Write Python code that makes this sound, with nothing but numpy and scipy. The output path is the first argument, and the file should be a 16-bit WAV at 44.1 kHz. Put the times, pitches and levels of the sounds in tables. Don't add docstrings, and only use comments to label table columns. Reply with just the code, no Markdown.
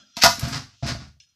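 import sys
import numpy as np
from scipy import signal
from scipy.fft import rfft, irfft
from scipy.io import wavfile
from scipy.ndimage import uniform_filter1d

SR = 44100
rng = np.random.default_rng(int(sys.argv[2]) if len(sys.argv) > 2 else 0)


def field_ratio(decibels):
    return 10 ** (np.asarray(decibels, dtype=float) / 20)


def materialize(psi):
    bounded = np.clip(np.atleast_2d(psi).T, -1, 1)
    quanta = np.round(bounded * 32767).astype(np.int16)
    wavfile.write(sys.argv[1], SR, quanta)


N = 59535
T = np.arange(N) / SR


def white():
    return rng.standard_normal(N)


def rms_one(x):
    return x / np.sqrt(np.mean(x ** 2) + 1e-20)


def band_pass(x, order, edges_hz):
    return signal.sosfilt(signal.butter(order, edges_hz, "band", fs=SR, output="sos"), x)


def at_hz(points, hz):
    points = np.array(points)
    return np.interp(np.log(np.maximum(hz, 1)), np.log(points[:, 0]), points[:, 1])


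def colour(x, points):
    size = 2 ** 17
    gain = rms_one(field_ratio(at_hz(points, np.fft.rfftfreq(size, 1 / SR))))
    cepstrum = irfft(np.log(gain), size)
    cepstrum[1:size // 2] *= 2
    cepstrum[size // 2 + 1:] = 0
    return irfft(rfft(x, size) * np.exp(rfft(cepstrum)), size)[:N]


def split(low, high):
    low_pass, high_pass = (signal.butter(4, 8000, kind, fs=SR, output="sos") for kind in ("low", "high"))
    return signal.sosfilt(low_pass, low) + signal.sosfilt(high_pass, high)


def ring(force, modes, sign=1):
    out = 0
    for k, (hz, db, t60) in enumerate(modes):
        r = field_ratio(-60 / (t60 * SR))
        w = 2 * np.pi * hz / SR
        mode = signal.lfilter([0, np.sin(w)], [1, -2 * r * np.cos(w), r * r], force + 1e-18)
        out = out + sign ** k * field_ratio(db) * mode
    return out


def grains(per_s, spread_db):
    sizes = field_ratio(spread_db * np.minimum(rng.exponential(1, N), 4)) * rng.choice([-1, 1], N)
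    return rms_one(sizes * (rng.random(N) < per_s / SR))


def burst(start, db, t60):
    return (T >= start) * field_ratio(db - 60 * np.maximum(T - start, 0) / max(t60, .003))


def bands(x, peaks, leak_db):
    warble_db, warble_per_s, narrowest_hz = 4.5, 25, 170
    probe = np.stack([x, white()])
    out = 0
    for hz, width, db in peaks:
        r = np.exp(-np.pi * np.clip(width, narrowest_hz, 900) / SR)
        y = probe
        for _ in range(2):
            y = signal.lfilter([1, 0, -1], [1, -2 * r * np.cos(2 * np.pi * hz / SR), r * r], y)
        warble = np.interp(T * warble_per_s, np.arange(200), rng.standard_normal(200))
        out = out + y[0] / y[1].std() * np.sqrt(width) * field_ratio(db + warble_db * warble)
    out = out / np.sqrt(sum(width * field_ratio(2 * db) for hz, width, db in peaks))
    leak = band_pass(probe, 4, (2700, 6470))
    return out + field_ratio(leak_db) * leak[0] / leak[1].std()


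# f/Hz, level/dB, t60/s
SHELF_MODES = [(635, -5, .07), (688, -5, 0.097), (824, 1, 0.028), (921, -2, 0.095), (999, -7, 0.052),
               (1173, -7, 0.13), (1267, -2, 0.041), (1334, -5, 0.039), (1440, -7, .06), (1597, -5.5, 0.048),
               (1734, -8, 0.018), (2017, -6.5, .05)]


def shelf(force):
    longest_s, board_db = .11, 0.5
    probe = np.stack([force, white()])
    modes = ring(probe, [(hz, db, min(t60, longest_s)) for hz, db, t60 in SHELF_MODES], sign=-1)
    board = band_pass(probe, 3, (560, 1900))
    return modes[0] / modes[1].std() + field_ratio(board_db) * board[0] / board[1].std()


# t/s, level/dB, burst t60/s, shelf ring level/dB, brightness above 8 kHz level/dB
GLUE_SNAPS = [(0.162, -49.5, .1, -14.5, -6), (0.1678, -25, 0.068, -8.5, -3), (.185, -35, 0.076, -10.5, 1),
              (0.201, -36, .1, -19.5, -6), (0.213, -32, .05, -18.5, -6.5), (0.2171, -21, 0.07, -21.5, -10),
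              (0.2219, -14, 0.11, -15.5, -8), (0.2354, -9, 0.11, -2, 3.5), (0.245, -15, 0.035, 0.5, 7),
              (.2545, -16.5, 0.065, -1, -1), (0.261, -13, 0.032, -2.5, -1), (0.356, -41.5, .02, -29, 14),
              (0.3944, -33.5, .03, -21, 20.5), (.408, -38, 0.041, -27, 15), (0.482, -39.5, 0.081, -2, 13)]
# f/Hz, level/dB per Hz
CRACK_SPECTRUM = [(880, -27), (1500, -1.5), (2700, 0), (2890, -3.5), (3450, -2), (5370, 1.5), (9390, -23.5),
                  (11800, -14.5), (15600, -31.5)]


def snaps():
    cracks = grains(per_s=6000, spread_db=3.5)
    air, wood, bright = 0, 0, 0
    for start, db, t60, wood_db, bright_db in GLUE_SNAPS:
        air = air + burst(start, db, t60) * cracks
        wood = wood + burst(start, db + wood_db, t60) * cracks
        bright = bright + burst(start, db + bright_db, t60) * cracks
    return colour(split(air, bright), [(500, -46)] + CRACK_SPECTRUM) + shelf(wood)


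# t/s, table level/dB, bottom board level/dB, foot level/dB
BLOWS = [(.17, -59.5, -35, -42), (.236, -23.5, -19.5, -51), (.255, -22, -24.5, -40.5),
         (0.384, -55, -37, -60), (.427, -17, -29.5, -33), (.452, -25.5, -30.5, -31.5),
         (.474, -30, -27, -36), (0.513, -27.5, -32.5, -45), (0.554, -24.5, -32, -43),
         (0.8257, -20, -34.5, -32.5), (.833, -29.5, -31.5, -31.5), (0.855, -24, -27, -33),
         (0.886, -34.5, -34, -29.5), (0.914, -23, -35, -58), (.95, -28.5, -30.5, -34),
         (1.016, -34.5, -38.5, -58), (1.068, -42.5, -50, -58), (1.166, -56, -84.5, -73)]
# f/Hz, level/dB, t60/s
TABLE_MODES = [(75.4, -8.5, 0.36), (97, -6, 0.35), (124.2, 2.5, 0.15), (142, -8.5, 0.27)]
# f/Hz, level/dB, t60/s
PANEL_MODES = [(207.8, 1, 0.2), (240.2, -2, 0.16), (258.4, -1.5, 0.096), (287, -18, 0.058)]
# f/Hz, level/dB, t60/s
FOOT_MODES = [(590, -12, 0.099), (615, -5, 0.24), (675, 2, 0.075), (820, -9.5, 0.1)]


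def thuds():
    contact_s, table_soft_hz = 0.00045, 220
    force = np.zeros((3, N))
    for start, *db in BLOWS:
        push = np.sin(np.pi * np.clip((T - start) / contact_s, 0, 1)) / (contact_s * SR)
        force -= field_ratio(np.array(db))[:, None] * push
    soft = signal.sosfilt(signal.butter(2, table_soft_hz, fs=SR, output="sos"), force[0])
    return ring(soft, TABLE_MODES) + ring(force[1], PANEL_MODES) + ring(force[2], FOOT_MODES)


# t/s, level/dB, grit above 8 kHz level/dB, shelf shake level/dB
FOOT_SKIDS = [
    [(.37, -42, 8, -10), (.41, -38.5, 1, -3), (.444, -32.5, 0.5, -7), (.47, -35.5, 1, 2),
     (.516, -39.5, 8, 10), (.534, -26, -4, 4), (.575, -33.5, 0.5, -12), (.684, -60, -14, 20),
     (.76, -62, -8, -2)],
    [(.822, -54, -20, -12), (.832, -36.5, -27, 17), (.855, -36.5, -9, -5), (.866, -31, 3, -4),
     (.9, -26, -4.5, 2), (.98, -52.5, -7, 12), (1.015, -44, -21, -3), (1.074, -55.5, -4, 2),
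     (1.17, -85.5, 0, 8)],
]
# f/Hz, level/dB per Hz
SKID_SPECTRUM = [(450, -17.5), (700, -5.5), (1450, -2), (3150, -8.5), (5060, -2), (8800, -24), (12500, -30),
                 (15700, -37)]
# f/Hz, level/dB, t60/s
CHATTER_MODES = [(1004, -6, 0.048), (1150, -2, .05), (1457, 1, 0.053), (1550, 0.5, 0.067)]


def skids():
    rub_db, rumble_db, chatter_db = -1.5, -3, -20
    grain = field_ratio(rub_db) * grains(per_s=5000, spread_db=3.0)

    def follow(times, db):
        return field_ratio(np.interp(T, times, db, left=-120, right=-120)) * grain

    rub, grit, shake = 0, 0, 0
    for times, db, grit_db, shake_db in map(np.transpose, FOOT_SKIDS):
        rub = rub + follow(times, db)
        grit = grit + follow(times, db + grit_db)
        shake = shake + follow(times, db + shake_db)
    scrape = colour(split(rub, grit), [(100, -63.5)] + SKID_SPECTRUM)
    low_modes = TABLE_MODES + PANEL_MODES
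    rumble = ring(rub, low_modes) / ring(white(), low_modes).std()
    chatter = ring(shake, CHATTER_MODES, sign=-0.92) / ring(grain, CHATTER_MODES, sign=-1.17).std()
    return scrape + field_ratio(rumble_db) * rumble + field_ratio(chatter_db) * chatter


# t/s, level/dB, burst t60/s
LAST_PEELS = [
    (1.2001, -52.5, 0.099),
    (1.222, -63, 0.061),
    (1.235, -60, 0.081),
    (1.289, -71.5, .15),
]
# f/Hz, width/Hz, level/dB
PEEL_BANDS = [(1670, 67, -10), (2290, 34, -5), (2850, 90, -8), (3494, 27, -4.5), (3657, 130, -10),
              (4220, 41, -4), (5140, 42, 2), (5520, 15, -12), (5790, 197, 0), (6140, 12, -3.5),
              (6060, 25, -7), (8900, 60, -17.5)]


def peels():
    fibres = sum(burst(*peel) for peel in LAST_PEELS) * grains(per_s=7400, spread_db=2.9)
    return bands(fibres, PEEL_BANDS, leak_db=-1.5)


# t/s, level/dB, broad part level/dB
GATE_OPENING = [(0, -55, -2.5), (.05, -64, -2.5), (.16, -60.5, -6), (.72, -81, 15), (.82, -74.5, 14.5),
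                (1.0, -93, 7), (1.2, -89, 3), (1.35, -80, 0)]
# f/Hz, width/Hz, level/dB
FAN_BANDS = [(1370, 120, -5), (1600, 120, -8.5), (1770, 23, -11.5), (2370, 32, -7.5), (2940, 33, -7),
             (3340, 240, 0), (3650, 32, 0.5), (4150, 42, -1.5), (4900, 84, -3), (5020, 210, -6),
             (5700, 160, -6), (5930, 110, -5.5)]
# f/Hz, level/dB per Hz
HISS_SPECTRUM = [(40, -2), (100, -1), (230, -6.5), (450, -22), (1200, -20), (3000, -18), (7500, -26.5),
                 (15700, -24)]


def background():
    times, db, leak_db = np.transpose(GATE_OPENING)
    fan = bands(white(), FAN_BANDS, np.interp(T, times, leak_db)) * field_ratio(np.interp(T, times, db))
    hiss = field_ratio(-79) * colour(white(), HISS_SPECTRUM)
    knock = rms_one(ring(white(), PANEL_MODES) + field_ratio(-3.5) * ring(white(), FOOT_MODES))
    return fan + hiss + burst(0, db=-57, t60=.32) * knock


# f/Hz, t60/s
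ROOM_DECAY = [(100, 0.31), (500, 0.18), (1500, 0.21), (5000, .3), (12000, 0.27)]


def room(x):
    gap_s, even_hz = 0.0054, 30
    t = T[:SR // 2]
    tail = 0
    for hz in 45 * 2. ** np.arange(9):
        octave = band_pass(rng.standard_normal(len(t)), 2, [hz, min(2 * hz, 21000)])
        tail = tail + octave * field_ratio(-60 * t / at_hz(ROOM_DECAY, hz * np.sqrt(2)))
    tail = tail * np.clip(t / gap_s, 0, 1)
    spectrum = rfft(tail, SR)
    even = np.sqrt(uniform_filter1d(np.abs(spectrum) ** 2, even_hz))
    tail = irfft(spectrum / even, SR)[:len(t)]
    return signal.fftconvolve(x, tail / np.sqrt(np.sum(tail ** 2)))[:N]


def scene():
    room_db = -7.5
    near = snaps() + thuds() + skids() + peels()
    return (near + field_ratio(room_db) * room(near) + background())[None]


def top_cut(x):
    return signal.sosfilt(signal.butter(12, 15780, fs=SR, output="sos"), x)


def record(dry):
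    ceiling = .82
    x = signal.sosfilt(signal.butter(4, 58, "high", fs=SR, output="sos"), dry)
    x = x / (1 + (x / ceiling) ** 4) ** (1 / 4)
    x = signal.sosfilt(signal.cheby2(12, 60, 16200, fs=SR, output="sos"), x)
    return top_cut(x)


dry = scene()
out = record(dry)
materialize(out)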